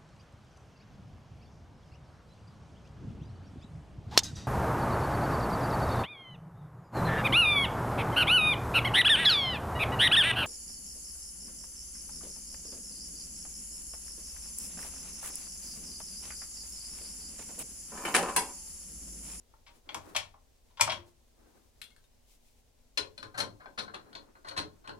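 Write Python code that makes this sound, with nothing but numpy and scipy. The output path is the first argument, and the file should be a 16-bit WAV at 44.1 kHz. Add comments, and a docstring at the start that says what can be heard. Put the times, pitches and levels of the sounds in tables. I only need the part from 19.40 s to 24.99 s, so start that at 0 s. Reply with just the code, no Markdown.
"""Tools and a lathe chuck in a home workshop

Tools are shifted and dropped on a wooden bench, a steel key clinks in the hands, then turns in the lathe chuck.
Every contact is a burst of tiny random blows that rings a set of fading tones, with a small room's echo.
Faint pings are single fading tones; cloth and skin rustle as shaped noise that swells with each movement.
Behind them lie rumble and hiss made of shaped noise, and a quiet hum made of a wavering sine tone.
"""
import sys
import numpy as np
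from scipy import signal
from scipy.fft import rfft, irfft, next_fast_len
from scipy.io import wavfile
from scipy.ndimage import map_coordinates

SR = 44100
rng = np.random.default_rng(int(sys.argv[2]) if len(sys.argv) > 2 else 0)


def digitize_waveform(pressure):
    """Quantize a signal to 16-bit integers and store it at the path in sys.argv[1].

    Rows of a 2-D input are taken as channels; values are limited to [-1, 1].
    """
    field = np.atleast_2d(pressure).T
    bounded = np.clip(field, -1, 1)
    quanta = np.round(bounded * 32767).astype(np.int16)
    wavfile.write(sys.argv[1], SR, quanta)


N = 246563  # length of the scene in samples


def amp(db):
    """Turns a level in dB into a gain."""
    return 10 ** (np.asarray(db) / 20)


def unit(x):
    """Scales a sound to an rms level of 1."""
    return x / np.sqrt(np.mean(x ** 2) + 1e-20)


def along(points, hz):
    """Reads a curve of (pitch_hz, value) points, joined by straight lines on a log pitch axis."""
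    point_hz, value = np.transpose(points)
    return np.interp(np.log(hz + 1), np.log(point_hz + 1), value)


def wobble(rate):
    """A smooth random curve through `rate` random points a second."""
    knots = rng.standard_normal(int(N * rate / SR) + 4)
    return map_coordinates(knots, [np.arange(N) * rate / SR])


def filtered(x, response):
    """Multiplies each frequency of x by a response."""
    padded = next_fast_len(x.shape[-1] + 4096)
    spectrum = rfft(x, padded) * response(np.fft.rfftfreq(padded, 1 / SR))
    return irfft(spectrum, padded)[..., :x.shape[-1]]


def rush(spectrum, alike):
    """Stereo noise of rms 1 with a given tone colour and left-right likeness."""
    def weights(hz):
        # more middle than side makes left and right more alike
        turn = np.arccos(np.clip(along(alike, hz), -1, 1)) / 2
        return amp(along(spectrum, hz)) * [np.cos(turn), np.sin(turn)]

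    mid, side = filtered(rng.standard_normal((2, N)), weights)
    return unit(np.array([mid + side, mid - side]))


def room_tail(size):
    """A fresh stereo room echo made of noise; each frequency dies at its own speed."""
    # how alike the echo is on both sides: pitch_hz, likeness (0 to 1)
    echo_alike = [(40, 0.27), (300, 0.44), (2000, 0.16)]
    # how long the echo takes to fall 60 dB: pitch_hz, fall_s
    echo_fall = [(100, 0.58), (500, 0.32), (2000, 0.19), (6000, 0.19), (14000, 0.13)]
    hz, t, (a, b) = signal.stft(rng.standard_normal((2, size)), SR, nperseg=256)
    turn = np.arccos(np.clip(along(echo_alike, hz), -1, 1))[:, None] / 2
    mid, side = np.cos(turn) * a, np.sin(turn) * b
    fade = amp(-60 * t / along(echo_fall, hz)[:, None])
    tail = signal.istft(np.array([mid + side, mid - side]) * fade, SR, nperseg=256)[1][:, :size]
    tail = tail * (1 - np.exp(-np.arange(size) / SR / 0.0011))  # the first walls need a few ms
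    return tail / np.linalg.norm(tail[0])


def shares(hz):
    """Splits sound softly into thud, knock, click and treble shares that add up to 1."""
    # borders between the four bands: pitch_hz
    band_edges = [600, 1800, 5000]
    above = [1 / (1 + (edge / (hz + 1)) ** 8) for edge in band_edges]
    return np.array([1 - above[0], above[0] - above[1], above[1] - above[2], above[2]])


def strikes(hits, modes, thud, place, crack_db, room_db, rise, rough):
    """Each contact is a short chatter of tiny blows that rings the modes (natural tones) at new strengths.

    crack_db and room_db set the bare blows and the echo; rise is a share of the chatter time;
    rough sets how much the tones wander.
    """
    # small parts send out little deep bass and top treble: pitch_hz, level_db
    radiated = [(35, -25.5), (80, -1.5), (9000, 7.5), (12000, -1.5), (16000, -21.5)]
    detune = 0.008  # scatter of mode pitch from blow to blow, as a share of the pitch
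    bass_lag_s, bass_hz = 0.00033, 790  # extra lag of the left in deep bass, and the pitch where it halves
    size, lead = SR // 2, 256  # samples for one contact, and the quiet samples before it
    out, t = np.zeros((2, N + size)), np.arange(size) / SR
    late = np.maximum(t - lead / SR, 0)  # seconds since the contact
    hz, level_db, t60 = np.transpose(modes)[:, :, None]
    # left-right contrast of thud, knock, click and treble: strongest in the click band
    shade = np.outer([0.76, 1.4, 2.6, 1.7], [.5, -.5])
    thud_db, thud_slope, thud_rise = thud
    when, lags, pans_db = np.transpose(place)

    for s, db, knock_db, treble_db, chatter in hits:
        lag_s = np.interp(s, when, lags)
        sides = amp(np.interp(s, when, pans_db) * shade)
        chatter = max(chatter, 1e-3)
        pressure = (1 - np.exp(-late / (rise * chatter))) * amp(-60 * late / chatter)
        blows = rng.standard_normal(size) * amp(3.6 * rng.standard_normal(size)) * pressure

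        strength = amp(level_db + rng.normal(0, 2.5, hz.shape))
        pitch = hz * (1 + detune * rng.standard_normal(hz.shape))  # each grip loads the parts differently
        # loose parts in touch make every mode wander in phase
        steps = rng.standard_normal((len(hz), size))
        wander = rough * np.sqrt((hz + 700) / SR) * np.cumsum(steps, axis=1)
        swell = 1 - np.exp(-late * hz)  # low modes take longer to build up
        # each mode stores the energy of the blows and loses it at its own speed
        energy = signal.fftconvolve(pressure[None] ** 2, amp(-120 * t / t60), axes=1)[:, :size]
        tones = np.sin(2 * np.pi * pitch * t + wander)
        ring = strength * swell * np.sqrt(np.abs(energy)) * tones

        dry = ring.sum(axis=0) * (late > 0) + amp(crack_db) * blows
        echo = signal.fftconvolve(dry[None], room_tail(size), axes=1)[:, :size]
        heard = dry + amp(room_db) * echo

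        def response(f):
            # the path to the left is longer, most of all for the bass
            left_lag_s = lag_s + bass_lag_s / (1 + (f / bass_hz) ** 2)
            shift = np.exp(1j * np.pi * f * left_lag_s * np.array([[-1], [1]]))
            return shares(f)[:, None] * amp(along(radiated, f)) * shift

        bands = filtered(heard[None], response)
        bands[0] *= 1 - np.exp(-late / thud_rise)  # the heavy frame is slow to move
        peaks = np.abs(bands).max(axis=(1, 2))
        band_db = db + np.array([thud_db + thud_slope * knock_db, knock_db, 0, treble_db])
        gains = amp(band_db) / peaks
        start = round(s * SR) - lead
        out[:, start:start + size] += np.einsum("b,bc,bcn->cn", gains, sides, bands)
    return out[:, :N]


def chuck():
    """The key turns in the chuck: pinion, scroll and jaws knock and ring through the cast bed."""
    # contacts: start_s, click_db (peak before panning), knock_db and treble_db (against the click),
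    # chatter_s (time to fall 60 dB)
    chuck_hits = [(3.5737, -19, -11, -11, 0.027), (3.7771, -36.5, -6.5, -11, 0.0176),
                  (3.8268, -40, 5.5, -7.5, 0.024), (3.9415, -48, 10, -10, 0.083),
                  (3.9745, -31, 4, 1, 0.099), (3.9863, -34, 1, -5.5, 0.045), (4.0015, -21.5, -7, -9, 0.025),
                  (4.1972, -61.5, 16.5, -35, 0.12), (4.2582, -51, 15, -44, 0.0082),
                  (4.3755, -35.5, 3.5, -15.5, 0.064), (4.3856, -29, -10, -11.5, 0.036),
                  (4.418, -59, -18, 9, 0.04), (4.4784, -51, 13, -33, 0.029),
                  (4.537, -48, 14.5, -2.5, 0.056), (4.5448, -34, -12.5, -15, 0.0064),
                  (4.6524, -70.5, 12.5, -19, 0.2), (4.729, -47, -1, -15, 0.016),
                  (4.7509, -36, -4.5, -17.5, 0.024), (4.953, -64.5, 18, -26, 0.023),
                  (5.0454, -51, 10.5, -12, 0.043), (5.0684, -47.5, 7, -8, 0.063),
                  (5.0838, -35, -17, -7, 0.031), (5.110, -42, 6, -29, 0.039),
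                  (5.1635, -37, 7.5, -12, 0.035), (5.1716, -25, -2, -9.5, 0.054),
                  (5.1841, -30.5, -10.5, -9.5, 0.035), (5.4395, -57, 12.5, -25, 0.095),
                  (5.455, -62.5, 5, -27, 0.048), (5.475, -40.5, 5, -11, 0.0083),
                  (5.4928, -39, 5.5, -11, 0.0097)]
    # ringing tones of chuck and bed: pitch_hz, level_db (relative), fall_s (time to fall 60 dB)
    chuck_modes = [(104, -10, 0.12), (300.2, -10, 0.12), (432, -14, 0.14), (555, -10, 0.11),
                   (888, -13, 0.09), (1045, -8, 0.15), (1440, -9, 0.1), (1540, -8, 0.07), (3290, -11, 0.08),
                   (4180, 12, 0.04), (4350, 3.5, 0.028), (5750, -1, 0.025), (9360, 4, 0.04),
                   (14200, 13, 0.02)]
    # thud: level_db (against the click at a knock of 0 dB), slope (dB per dB of knock), build_up_s
    chuck_thud = (-8, 0.74, 0.018)
    # turning the chuck moves the key: time_s, left_lag_s, left_over_right_db (before the band contrast)
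    chuck_place = [(4.3, .00018, 3.3), (4.602, 0.000264, 3.2), (5.1, 0.0003, 2.36)]
    return strikes(chuck_hits, chuck_modes, chuck_thud, chuck_place,
                   crack_db=33.5, room_db=-1, rise=0.098, rough=0.28)


def bench():
    """Tools are shifted and dropped on the wooden bench, which rings briefly with each blow."""
    # contacts: start_s, click_db (peak before panning), knock_db and treble_db (against the click),
    # chatter_s (time to fall 60 dB)
    bench_hits = [(0.1365, -74.5, 25, -8, 0.014), (0.2626, -49, -4.5, -12.5, 0.12),
                  (0.4894, -32.5, -6, -26, 0.034), (0.5444, -31.5, 1.5, 3.5, 0.017),
                  (0.7484, -30.5, 3, -6.5, 0.068), (0.7624, -18.5, -20, -3.5, 0.029),
                  (0.845, -49.5, -12, -9, 0.04), (0.9402, -66.5, 18.5, -9, 0.02),
                  (1.2974, -63.5, 0.5, -14, 0.12), (1.371, -44, -2, -15, 0.077),
                  (1.3962, -35, 10.5, -11.5, 0.0085), (1.4017, -27, -6.5, -9, 0.073),
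                  (1.4096, -13.5, -6.5, 5.5, 0.02), (1.4765, -32.5, 10.5, -9, 0.008),
                  (1.4872, -37, 7, -14, 0.0073), (1.4955, -21, -24, -20, 0.062),
                  (1.5182, -26.5, -5, -10.5, 0.048)]
    # ringing tones of bench and tools: pitch_hz, level_db (relative), fall_s (time to fall 60 dB)
    bench_modes = [(99.75, 2.5, 0.26), (238.1, -12.5, .15), (330, -3, 0.086), (582.8, -4.5, 0.22),
                   (794.6, -1.5, 0.035), (926.7, 2, 0.051), (1071, 2.5, 0.04), (1387, -3.5, 0.042),
                   (2280, -5.5, 0.027), (3267, -8.5, 0.044), (4190, -5.5, 0.0057), (5640, -15.5, 0.059)]
    # thud: level_db (against the click at a knock of 0 dB), slope (dB per dB of knock), build_up_s
    bench_thud = (-19, 1, 0.005)
    # where it is heard from: time_s, left_lag_s, left_over_right_db (before the band contrast)
    bench_place = [(0, 0.000048, 2.5)]
    return strikes(bench_hits, bench_modes, bench_thud, bench_place,
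                   crack_db=20.5, room_db=-3.5, rise=0.04, rough=0.49)


def key():
    """The steel key clinks in the hands, with short bright tones."""
    # contacts: start_s, click_db (peak before panning), knock_db and treble_db (against the click),
    # chatter_s (time to fall 60 dB)
    key_hits = [(2.4157, -36.5, -17.5, 0, 0.0043), (2.4191, -38.5, -15.5, -5, 0.0039),
                (2.4397, -52, -22, 5.5, 0.012), (2.5037, -60, -5, -1, 0.015), (2.5636, -59, 1.5, 1, 0.0067),
                (2.6404, -65, -4.5, 1, 0.0075)]
    # ringing tones of the key: pitch_hz, level_db (relative), fall_s (time to fall 60 dB)
    key_modes = [(1518, 5, 0.018), (2170, -36, 0.51), (2763, 2, 0.03), (3400, -9, 0.21), (4080, 6, 0.015),
                 (9400, -1, 0.084), (12000, 5.5, 0.069)]
    # thud: level_db (against the click at a knock of 0 dB), slope (dB per dB of knock), build_up_s
    key_thud = (-12.5, 1, 0.0057)
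    # where it is heard from: time_s, left_lag_s, left_over_right_db (before the band contrast)
    key_place = [(2.4, 0.0000265, 3.2)]
    return strikes(key_hits, key_modes, key_thud, key_place,
                   crack_db=26.5, room_db=-1.5, rise=0.013, rough=0.55)


def pings():
    """Small parts ring alone: single tones that start softly and die away, louder on the left."""
    # faint tones: start_s, pitch_hz, level_db (before soft start and panning), fall_s (to fall 60 dB)
    ping_tones = [(1.584, 348, -53.5, 0.51), (2.062, 1550, -69, 0.16), (2.17, 1566, -71.5, 0.11),
                  (2.51, 2160, -64, 0.18), (2.645, 3700, -66, 0.074)]
    s, hz, db, t60 = np.transpose(ping_tones)[:, :, None]
    age = np.maximum(np.arange(N) / SR - s, 0)
    loudness = amp(db - 60 * age / t60) * (1 - np.exp(-age / 0.0022))
    tones = loudness * np.sin(2 * np.pi * hz * age)
    return tones.sum(axis=0) * amp([[2.5], [-2.5]])


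def rustle():
    """Fingers rub on steel and sleeves brush: uneven noise that swells and fades with each movement."""
    # brushing movements: middle_s, half_length_s, skin_db and cloth_db (before wobble and panning)
    strokes = [(0.36, 0.053, -70.5, -68.5), (0.544, 0.05, -67.5, -50), (0.576, 0.014, -72, -68),
               (0.69, 0.065, -64.5, -54), (1.686, 0.029, -71, -67), (2.028, 0.052, -89, -70),
               (2.176, 0.18, -74.5, -70.5), (2.924, 0.044, -64.5, -77), (3.076, 0.065, -71, -99),
               (3.188, 0.031, -73.5, -93), (4.693, 0.085, -82, -60.5), (4.887, 0.15, -89.5, -67.5),
               (5.364, 0.087, -89.5, -68)]
    # tone colour of skin on steel: pitch_hz, level_db (relative, per Hz)
    skin_colour = [(880, -27), (1500, -36), (2080, 1.5), (9280, 1.5), (16000, -5)]
    # tone colour of cloth: pitch_hz, level_db (relative, per Hz)
    cloth_colour = [(71, -43), (120, -17), (307, -2.5), (587, -10), (1500, -16), (5500, -49.5)]
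    t = np.arange(N) / SR
    middle, half, skin_db, cloth_db = np.transpose(strokes)[:, :, None]
    speed = np.exp(-((t - middle) / half) ** 2)
    skin_level = np.sum(amp(skin_db) * speed, axis=0) * amp(1.7 * wobble(59))
    cloth_level = np.sum(amp(cloth_db) * speed, axis=0) * amp(2.7 * wobble(30))
    skin = skin_level * rush(skin_colour, [(1000, 0.11)])
    cloth = cloth_level * rush(cloth_colour, [(1000, 0.081)])
    return (skin + cloth) * amp([[1.5], [-1.5]])


def floor():
    """Rumble and hiss are shaped noise that drifts a little; the mains hum is a wavering sine tone."""
    # tone colour of rumble and hiss: pitch_hz, level_db (relative, per Hz)
    floor_colour = [(8.8, -30), (15, -5.5), (59, -11.5), (184, -29.5), (240, -23), (312, -30.5),
                    (382, -28.5), (417, -25.5), (972, -33.5), (1230, -39.5), (6290, -38), (16000, -46)]
    # how alike left and right are: pitch_hz, likeness (0 to 1)
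    floor_alike = [(40, .9), (240, .2), (1000, .1), (4000, .2), (15000, 0)]
    # mains hum: pitch_hz, level_db (of the sine's peak, before it wavers)
    hum_tones = [(240, -82.5)]
    t = np.arange(N) / SR
    hum = sum(amp(db + 2.9 * wobble(42)) * np.sin(2 * np.pi * hz * t) for hz, db in hum_tones)
    level = amp(-64.5 + 0.7 * wobble(22))  # drifts around -64.5 dB rms, before panning
    return level * rush(floor_colour, floor_alike) * amp([[.6], [-.6]]) + hum


def scene():
    """Adds up all the sources in stereo."""
    return chuck() + bench() + key() + pings() + rustle() + floor()


def record(dry):
    """Keeps only the sound below 16 kHz."""
    top_hz = 16000
    return filtered(dry, lambda hz: hz < top_hz)


dry = scene()
out = record(dry)
digitize_waveform(out)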